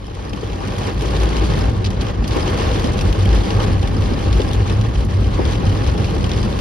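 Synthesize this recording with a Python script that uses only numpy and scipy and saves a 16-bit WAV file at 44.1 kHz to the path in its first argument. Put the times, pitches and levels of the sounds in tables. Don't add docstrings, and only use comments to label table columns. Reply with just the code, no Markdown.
import sys
import numpy as np
from scipy import signal
from scipy.fft import rfft, irfft, next_fast_len
from scipy.io import wavfile
from scipy.ndimage import uniform_filter1d

SR = 44100
rng = np.random.default_rng(int(sys.argv[2]) if len(sys.argv) > 2 else 0)


def transcribe(signal):
    frames = np.atleast_2d(signal).T
    limited = np.clip(frames, -1, 1)
    pcm = np.round(limited * 32767).astype(np.int16)
    wavfile.write(sys.argv[1], SR, pcm)


N = 291296
TIME = np.arange(N) / SR

# [middle t/s, half-width t/s, firing f/Hz, level added to the hum/dB]
ENGINE_PULLS = [(0.48, 0.035, 55.5, -32), (1.31, 0.2, 54.85, -18), (1.655, 0.043, 54.8, -19.5),
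                (5.267, 0.031, 59.43, -17.5), (5.474, 0.032, 62.7, -15)]
ENGINE_COAST_DB, ENGINE_OCTAVE_DB = -35.5, -17.5

# [t/s, share of cruising speed]
SPEED = [(0, 0.29), (.3, 0.5), (.8, 0.6), (1.55, 1.06), (2.1, 0.82), (2.8, 0.98), (3.9, 1.22), (4.5, 0.97),
         (5.7, 1.15), (6.61, 1.1)]
# [f/Hz, relative level/dB]
ROAR_SPECTRUM = [(60, -28), (115, 0.5), (145, 4), (168, 1), (195, 4), (240, -3), (275, -2), (330, -5),
                 (435, -11.5), (560, -18), (800, -18), (2000, -36), (8000, -101)]
ROAR_DB, ROAR_FOLLOWS = -25, 0.28
# [f/Hz, bandwidth f/Hz, level at cruising speed/dB, power of speed]
AIR_MODES = [(54, 25, -22, 1.4), (95, 27.4, -22, 1.26)]
# [middle t/s, half-width t/s, lower mode level/dB, upper mode level/dB]
BOOM_CHANGES = [(0.8, 0.063, -6, 3), (1.327, .05, 0, -8), (1.838, 0.048, -6, 3.5), (2.055, 0.017, -8, -2),
                (3.5, 0.027, -6, -5), (4.17, 0.02, -3, -16), (6.005, .03, -12, 3), (6.14, 0.016, -5, -15),
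                (6.574, .04, -5, -5)]
# [middle t/s, f/Hz, rms level at the top/dB]
BOOM_THROBS = [(1.789, 96, -18.5), (2.0, 52.3, -18.5), (2.211, 52.36, -21.5), (2.718, 55, -17.5),
               (3.04, 91, -19), (3.101, 49.7, -13), (3.232, 94, -14.5), (3.331, 53, -9),
               (3.571, 101, -18.5), (3.73, 95, -18.5), (3.999, 88, -21), (4.08, 52, -25), (4.291, 95, -17),
               (4.35, 56, -13), (4.57, 52.5, -20), (4.6, 101.7, -16.5), (4.71, 95.5, -16),
               (4.82, 106.6, -15), (4.99, 53.3, -14.5), (5.2, 96.5, -17), (5.7, 95, -17.5), (5.91, 58, -17),
               (6.061, 96, -20.5)]
THROB_HALF_WIDTH_S = 0.038
# [t/s, level/dB, centre f/Hz of the part that is shaken]
JOLTS = [(0.333, -20, 200), (0.431, -25, 396), (1.588, -24, 186), (2.361, -17, 304), (2.844, -13, 168),
         (4.114, -15, 235), (4.26, -29, 400), (4.398, -18.5, 387), (5.39, -14.5, 310), (5.658, -21.5, 175),
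         (6.152, -17, 232)]

# [t/s, level/dB, time to peak t/s]
PUDDLES = [(.6, -26.5, 0.02), (.86, -36, 0.012), (1.27, -32, .08), (1.585, -26, 0.011), (2.345, -27, 0.014),
           (3.565, -23.5, 0.028), (4.645, -24, 0.0072), (5.358, -26, 0.023)]
WASH_LOW_HZ, WASH_S_PER_OCTAVE, WASH_DB_PER_OCTAVE = 850, 0.022, -7.5

# [t/s, strength level/dB]
RAIN = [(0, -10.5), (.25, -6), (.53, -4), (.84, 0.5), (.96, -0.5), (1.2, 3), (1.62, 2), (2.4, 4), (2.7, 4),
        (3.1, 0.2), (3.64, 3), (3.81, -1.5), (4.5, 0), (5.02, -3), (5.3, -2.5), (5.46, 0.3), (6.15, 0),
        (6.61, 0)]
# [middle t/s, half-width t/s, change of level/dB]
GUSTS = [(0.87, 0.02, 2), (0.95, 0.022, -3), (2.911, 0.028, -1), (3.35, 0.013, 2), (3.61, .03, 0),
         (3.783, 0.026, -1.5), (3.995, 0.017, -0.5), (4.087, 0.066, 0.5), (4.72, 0.017, 0.5),
         (5.074, 0.014, -5.5), (5.514, 0.018, 1), (5.603, 0.0097, -1.5), (5.844, 0.037, 0.5),
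         (6.202, 0.031, -2)]
# [start t/s, end t/s, rain lost level/dB]
BEAMS = [(1.706, 2.012, 11.5), (2.102, 2.293, 15)]
SHELTER_EDGE_S, ROOF_SHELTERED = 0.052, 0.55

DRIP_LOW_HZ, DRIP_HIGH_HZ, DRIP_DB, DRIP_SPREAD_DB = 1468, 5920, -42.5, 1
# [t/s, f/Hz, level/dB]
RINGING_DROPS = [(1.609, 5080, -27), (2.017, 3000, -32), (2.066, 3100, -29), (2.255, 3273, -31),
                 (2.425, 4940, -26), (3.011, 5640, -28), (3.127, 3840, -31), (3.258, 3180, -25),
                 (3.503, 4900, -31), (4.137, 4920, -31), (4.417, 3460, -30), (6.045, 4480, -33),
                 (6.428, 4080, -35)]
RINGING_RISE_S = 0.0022
# [t/s, level/dB, fade t/s to 13 dB down]
RUN_OFF = [(1.843, -24, 0.026), (1.859, -28, 0.021), (1.902, -36.5, 0.018), (2.005, -27.5, 0.022),
           (2.06, -43, .035), (2.095, -49, 0.035), (2.239, -30.5, 0.019), (2.271, -34, 0.023),
           (2.307, -28.5, 0.038)]
# [t/s, nominal tap peak level/dB, fine spray level/dB, ring f/Hz]
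FAT_DROPS = [(0.3325, -22.5, -49, 2680), (0.4434, -31, -55, 2590), (0.674, -22, -45, 2580),
             (0.88, -23, -52, 3050), (1.0085, -19, -42, 2820), (1.166, -19, -50, 3870),
             (1.2331, -19, -37, 3090), (1.367, -15.5, -46, 4870), (1.441, -26, -50, 2910),
             (1.5364, -23, -50, 2750), (1.6087, -22, -52, 5030), (1.8466, -23, -48, 4870),
             (1.9044, -27, -43, 2590), (2.0176, -24, -42, 3040), (2.067, -21, -51, 3150),
             (2.2776, -20, -34, 4930), (2.3615, -21, -49, 2270), (2.5866, -23, -55, 2810),
             (2.796, -18, -40, 2830), (2.8425, -15, -45, 3460), (2.99, -15, -50, 2930),
             (3.011, -16, -36, 2430), (3.1273, -17, -40, 2930), (3.256, -20.5, -44, 3130),
             (3.29, -20, -52, 3800), (3.3293, -20, -55, 2790), (3.505, -15, -51, 2840),
             (3.8743, -19, -42, 2250), (4.021, -21, -45, 2690), (4.136, -21, -55, 2710),
             (4.3282, -14.5, -46, 3830), (4.4027, -19, -51, 2870), (4.4172, -16, -51, 2800),
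             (4.5325, -17, -37, 3500), (4.698, -17, -51, 3530), (4.812, -18, -51, 2980),
             (5.3333, -37, -58, 3097), (5.452, -17.5, -50, 3450), (5.554, -19, -51, 2870),
             (5.865, -19, -52, 3310), (5.9776, -21, -47, 3160), (6.0438, -17.5, -48, 2500),
             (6.2417, -15.5, -45, 3040), (6.293, -18, -45, 2660), (6.3157, -14.5, -49, 3600),
             (6.334, -17, -48, 3200), (6.3764, -22, -52, 3430), (6.4293, -18.5, -50, 4760),
             (6.5896, -17, -44, 2890)]
TAP_CREST_DB, TAP_RING_DB = 9, 6
# [t/s, level/dB]
SPRAY_TICKS = [(0.7844, -40), (1.022, -39), (1.206, -42), (2.501, -40), (5.049, -42)]
# [f/Hz, relative level/dB]
TAP_SPECTRUM = [(300, 10), (1200, -2), (3000, 8), (5200, 4), (7000, -3.5), (10000, -14.5), (16000, -47)]
# [f/Hz, relative level/dB]
SPRAY_SPECTRUM = [(2000, -37), (6000, 2), (9000, -2), (16000, -16)]

# [f/Hz, relative level/dB]
GLASS_SPECTRUM = [(500, -2.5), (1450, -26), (2000, -4), (2500, -4.5), (3100, 1.5), (4000, -2.5), (5100, -3),
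                  (6000, -7.5), (7000, -10), (8000, -10.5), (9500, -18), (11000, -19.5), (12700, -33),
                  (16000, -36)]
# [f/Hz, relative level/dB]
HISS_SPECTRUM = [(1000, 8), (3000, -11), (6000, -21), (9000, 5.5), (11000, -5), (13000, -5), (16000, -3)]
GLASS_LEVEL_DB, GLASS_FOLLOWS = -35.5, 1
# [f/Hz, relative level/dB]
ROOF_SPECTRUM = [(150, -10), (300, 5), (400, 5), (490, 3), (700, -1), (810, -3.5), (900, -4.5),
                 (1150, -3.5), (1280, -9), (1650, -7.5), (2000, -13.5), (3000, -14), (7000, -27),
                 (14000, -88)]
# [f/Hz, bandwidth f/Hz, lift level/dB]
PANEL_MODES = [(380, 20, 0), (530, 23, -1), (808, 24, 6.5), (1134, 34, 2.5), (1285, 34, 3)]
ROOF_LEVEL_DB, ROOF_FOLLOWS = -26.5, 1.02

# [f/Hz, left-right correlation before limiting]
PORT_CORRELATION = [(60, 0.99), (110, 0.94), (200, 0.7), (340, 0.23), (480, 0.51), (620, -0.39),
                    (950, -0.018), (1450, -0.2), (2300, 0.82), (2950, 0.39), (3750, 0.045), (4800, 0.85),
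                    (5800, 0.026), (6700, -0.56), (7900, -1.05), (9100, -0.077), (9900, 0.87), (11800, 1),
                    (14000, -1.5)]
# [f/Hz, correlation at a quarter cycle]
PORT_QUADRATURE = [(110, -0.016), (340, 0.2), (550, 0.24), (820, -0.083), (1200, 0.354), (2100, -0.28),
                   (3200, -0.046), (4500, 0)]
# [f/Hz, left minus right level/dB]
PORT_BALANCE = [(60, 1.5), (130, -1), (300, 0.5), (385, 4), (490, 1.1), (780, 2), (1000, -0.1), (4000, 0.9),
                (10000, 0)]
CUTOFF_HZ = 15900

MID_ONLY = np.array([[1], [0]])


def from_db(db):
    return 10 ** (np.asarray(db) / 20)


def rms_one(x):
    return x / np.sqrt(np.mean(x ** 2) + 1e-20)


def in_time(rows):
    s, *columns = np.transpose(rows)
    return [np.interp(TIME, s, column) for column in columns]


def per_bin(points, size):
    hz, values = np.transpose(points)
    bin_hz = np.fft.rfftfreq(size, 1 / SR)
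    return np.interp(np.log(bin_hz + 1), np.log(hz), values)


def colour(x, spectrum, size=4096):
    cepstrum = irfft(np.log(from_db(per_bin(spectrum, size))))
    cepstrum[1:size // 2] *= 2
    cepstrum[size // 2 + 1:] = 0
    response = irfft(np.exp(rfft(cepstrum)))
    response = response / np.linalg.norm(response)
    return signal.oaconvolve(x, response[None], axes=1)[:, :N]


def drift(rate):
    knots = rng.standard_normal(2048)
    return rms_one(np.interp(TIME * rate, np.arange(len(knots)), knots))


def steady(x, seconds):
    power = uniform_filter1d(np.mean(x ** 2, axis=0), int(seconds * SR))
    return x / np.sqrt(power + 1e-12)


def swell(middle, half_width):
    return np.exp(-((TIME - middle) / half_width) ** 2 / 2)


def add(out, s, sound):
    start = int(s * SR)
    out[:, start:start + sound.shape[1]] += sound[:, :N - start]


def panel_ring(ring_t60, cabin_t60, cabin_db, size=4096):
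    age = np.arange(size) / SR
    panel = from_db(-60 * age / ring_t60)
    cabin = from_db(cabin_db - 60 * age / cabin_t60)
    return rng.standard_normal((2, size)) * (panel + cabin)


def plink(hz, rise_s, glide_per_s=0):
    age = TIME[:SR // 40]
    rise = age / rise_s
    return rise * np.exp(1 - rise) * np.sin(2 * np.pi * hz * age * (1 + glide_per_s * age / 2))


def rain_strength():
    rain_db, = in_time(RAIN)
    return rain_db + sum(db * swell(s, half_width) for s, half_width, db in GUSTS)


def shelter():
    lost = 0
    for start, end, lost_db in BEAMS:
        entering = np.tanh((TIME - start) / SHELTER_EDGE_S)
        leaving = np.tanh((TIME - end) / SHELTER_EDGE_S)
        lost = lost + lost_db * (entering - leaving) / 2
    return lost


def rainfall(per_s, spread_db, tint_db, ring_t60, cabin_t60, cabin_db, count=14):
    landed = rng.random(N) < per_s / SR
    sizes = from_db(spread_db * np.minimum(rng.exponential(1, N), 3.5)) * rng.choice([-1, 1], N)
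    spot, out, power = rng.integers(0, count, N), 0, 0
    for k in range(count):
        tint = [(hz, rng.normal(0, tint_db)) for hz in np.geomspace(200, 16000, 36)]
        ring = colour(panel_ring(ring_t60, cabin_t60, cabin_db), tint)
        power = power + np.mean(np.abs(rfft(ring, 4096)) ** 2, axis=0)
        hits = landed * sizes * (spot == k)
        out = out + signal.oaconvolve(hits[None], ring, axes=1)[:, :N]
    evening_out = np.column_stack([np.fft.rfftfreq(4096, 1 / SR), -10 * np.log10(power)])[1:]
    return colour(out, evening_out)


def engine():
    firing_hz, = in_time([(s, hz) for s, _, hz, _ in ENGINE_PULLS])
    pulls = sum(from_db(db) * swell(s, half_width) for s, half_width, _, db in ENGINE_PULLS)
    load = from_db(ENGINE_COAST_DB) + pulls
    phase = 2 * np.pi * np.cumsum(firing_hz * (1 + 0.017 * drift(14))) / SR
    return load * rms_one(np.sin(phase) + from_db(ENGINE_OCTAVE_DB) * np.sin(2 * phase))


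def road():
    speed, = in_time(SPEED)
    rain_db, = in_time(RAIN)
    roar_db = ROAR_DB + ROAR_FOLLOWS * rain_db + 1.5 * drift(22)
    roar = steady(colour(rng.standard_normal((2, N)), ROAR_SPECTRUM), 0.29)
    out = speed * from_db(roar_db) * roar
    for k, (hz, width, cruise_db, growth) in enumerate(AIR_MODES):
        change_db = sum(db[k] * swell(s, half_width) for s, half_width, *db in BOOM_CHANGES)
        shaking = speed ** growth * from_db(cruise_db + change_db)
        mode = signal.butter(2, [hz - width / 2, hz + width / 2], "band", fs=SR, output="sos")
        boom = signal.sosfilt(mode, rng.standard_normal((2, N + SR)))[:, SR:]
        out = out + shaking * np.vstack([steady(part[None], 0.13) for part in boom])
    return out


def throbs():
    out = 0
    for s, hz, level_db in BOOM_THROBS:
        tone = np.sin(2 * np.pi * (hz * (TIME - s) + rng.random()))
        out = out + np.sqrt(2) * from_db(level_db) * swell(s, THROB_HALF_WIDTH_S) * tone
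    return out


def knocks():
    thuds = np.zeros((2, N))
    for s, level_db, hz in JOLTS:
        body = [(hz / 4, -22), (hz / 1.5, -7), (hz, 0), (hz * 1.6, -7), (hz * 4, -26), (hz * 30, -80)]
        thud = colour(panel_ring(ring_t60=0.097, cabin_t60=0.085, cabin_db=-9), body)
        add(thuds, s, from_db(level_db) * thud)
    return thuds


def puddles(count=6):
    out, age = np.zeros((2, N)), TIME[:SR // 4]
    for s, level_db, peak_s in PUDDLES:
        envelope = age / peak_s * np.exp(1 - age / peak_s)
        for octave in np.arange(count) / 3:
            hz = WASH_LOW_HZ * 2 ** octave
            band = signal.butter(2, [hz / 1.15, hz * 1.15], "band", fs=SR, output="sos")
            wash = rms_one(signal.sosfilt(band, rng.standard_normal((2, len(age)))))
            gain = from_db(level_db + WASH_DB_PER_OCTAVE * octave) / np.sqrt(count)
            add(out, s + WASH_S_PER_OCTAVE * octave, gain * envelope * wash)
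    return out


def drips(count=800):
    out, strength_db = np.zeros((2, N)), rain_strength() - shelter()
    for when, pitch, size, place, damping in rng.random((count, 5)):
        hz = DRIP_LOW_HZ * (DRIP_HIGH_HZ / DRIP_LOW_HZ) ** pitch
        level_db = DRIP_DB + strength_db[int(when * N)] - DRIP_SPREAD_DB * np.log(size + 0.03)
        ring = plink(hz, (2.5 + 4 * damping) / hz, glide_per_s=6)
        angle = 2 * np.pi * place
        mid_side = np.sqrt(2) * np.array([[np.cos(angle)], [np.sin(angle)]])
        add(out, when * TIME[-1], from_db(level_db) * ring * mid_side)
    return out


def plinks():
    out = np.zeros((2, N))
    for s, hz, level_db in RINGING_DROPS:
        add(out, s, from_db(level_db) * plink(hz, RINGING_RISE_S) * MID_ONLY)
    return out


def splashes():
    spatter, age = np.zeros((2, N)), TIME[:SR // 10]
    for s, level_db, fade_s in RUN_OFF:
        droplets = (rng.random(len(age)) < 1500 / SR) * rng.uniform(0, 1, len(age))
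        power = signal.lfilter([1], [1, -np.exp(-1 / (0.0005 * SR))], droplets)
        ticks = rms_one(np.sqrt(power)) * rng.standard_normal((2, len(age)))
        rings = np.zeros((2, N))
        for delay, pitch, first, second in rng.random((40, 4)):
            weights = np.array([[first - 0.5], [second - 0.5]])
            add(rings, delay * age[-1], plink(3000 * 2 ** pitch, 0.001) * weights)
        fade = (1 - np.exp(-age / 0.0011)) * np.exp(-1.5 * (age / fade_s) ** 2)
        burst = rms_one(ticks + from_db(-15) * rms_one(rings[:, :len(age)]))
        add(spatter, s, from_db(level_db) * fade * burst)
    return colour(spatter, TAP_SPECTRUM)


def fat_drops():
    taps, spray = np.zeros((2, 2, N))
    for s, peak_db, _, hz in FAT_DROPS:
        spot = [(hz / 1.25, 0), (hz, TAP_RING_DB), (hz * 1.25, 0)]
        tap = colour(panel_ring(ring_t60=0.022, cabin_t60=0.1, cabin_db=-13), spot)
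        add(taps, s, from_db(peak_db - TAP_CREST_DB) * tap)
    for s, spray_db in [(s, db) for s, _, db, _ in FAT_DROPS] + list(SPRAY_TICKS):
        add(spray, s, from_db(spray_db) * panel_ring(ring_t60=0.02, cabin_t60=0.11, cabin_db=-5))
    return colour(taps, TAP_SPECTRUM) + colour(spray, SPRAY_SPECTRUM)


def windows():
    strength_db = GLASS_FOLLOWS * rain_strength() - shelter()
    per_s = 720 * from_db(0.3 * strength_db + 3 * drift(22))
    patter = rainfall(per_s, spread_db=4.2, tint_db=6.5, ring_t60=0.021, cabin_t60=0.08, cabin_db=-13,
                      count=18)
    patter = steady(colour(patter, GLASS_SPECTRUM), 0.24)
    hiss = from_db(0.53 * drift(40)) * colour(rng.standard_normal((2, N)), HISS_SPECTRUM)
    return from_db(GLASS_LEVEL_DB + strength_db) * (from_db(-2.5) * patter + from_db(-17) * hiss)


def roof():
    strength_db = ROOF_FOLLOWS * rain_strength() - ROOF_SHELTERED * shelter()
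    per_s = 1100 * from_db(strength_db / 2 + 2 * drift(25))
    drumming = rainfall(per_s, spread_db=2, tint_db=5.5, ring_t60=0.04, cabin_t60=0.24, cabin_db=-13,
                        count=9)
    for hz, width, lift_db in PANEL_MODES:
        ringing = signal.lfilter(*signal.iirpeak(hz, hz / width, fs=SR), drumming)
        drumming = drumming + (from_db(lift_db) - 1) * ringing
    return from_db(ROOF_LEVEL_DB + strength_db) * steady(colour(drumming, ROOF_SPECTRUM), 0.12)


def scene():
    car = (engine() + throbs()) * MID_ONLY + road() + knocks() + puddles()
    rain = drips() + plinks() + splashes() + fat_drops() + windows() + roof()
    return car + rain


def record(dry):
    size = next_fast_len(N + SR // 10)
    coherence = per_bin(PORT_CORRELATION, size) + 1j * per_bin(PORT_QUADRATURE, size)
    alike = np.minimum(np.abs(coherence), 0.98)
    lead = uniform_filter1d(np.unwrap(np.angle(coherence)), size=600)
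    mid, side = rfft(dry, size) * np.sqrt([(1 + alike) / 2, (1 - alike) / 2])
    lean = from_db(per_bin(PORT_BALANCE, size) / 2) * np.exp(1j * lead / 2)
    ports = irfft(np.array([(mid + side) * lean, (mid - side) / lean]), size)[:, :N]
    low_pass = signal.ellip(10, 0.1, 90, CUTOFF_HZ, fs=SR, output="sos")
    return signal.sosfilt(low_pass, ports)


dry = scene()
out = record(dry)
transcribe(out)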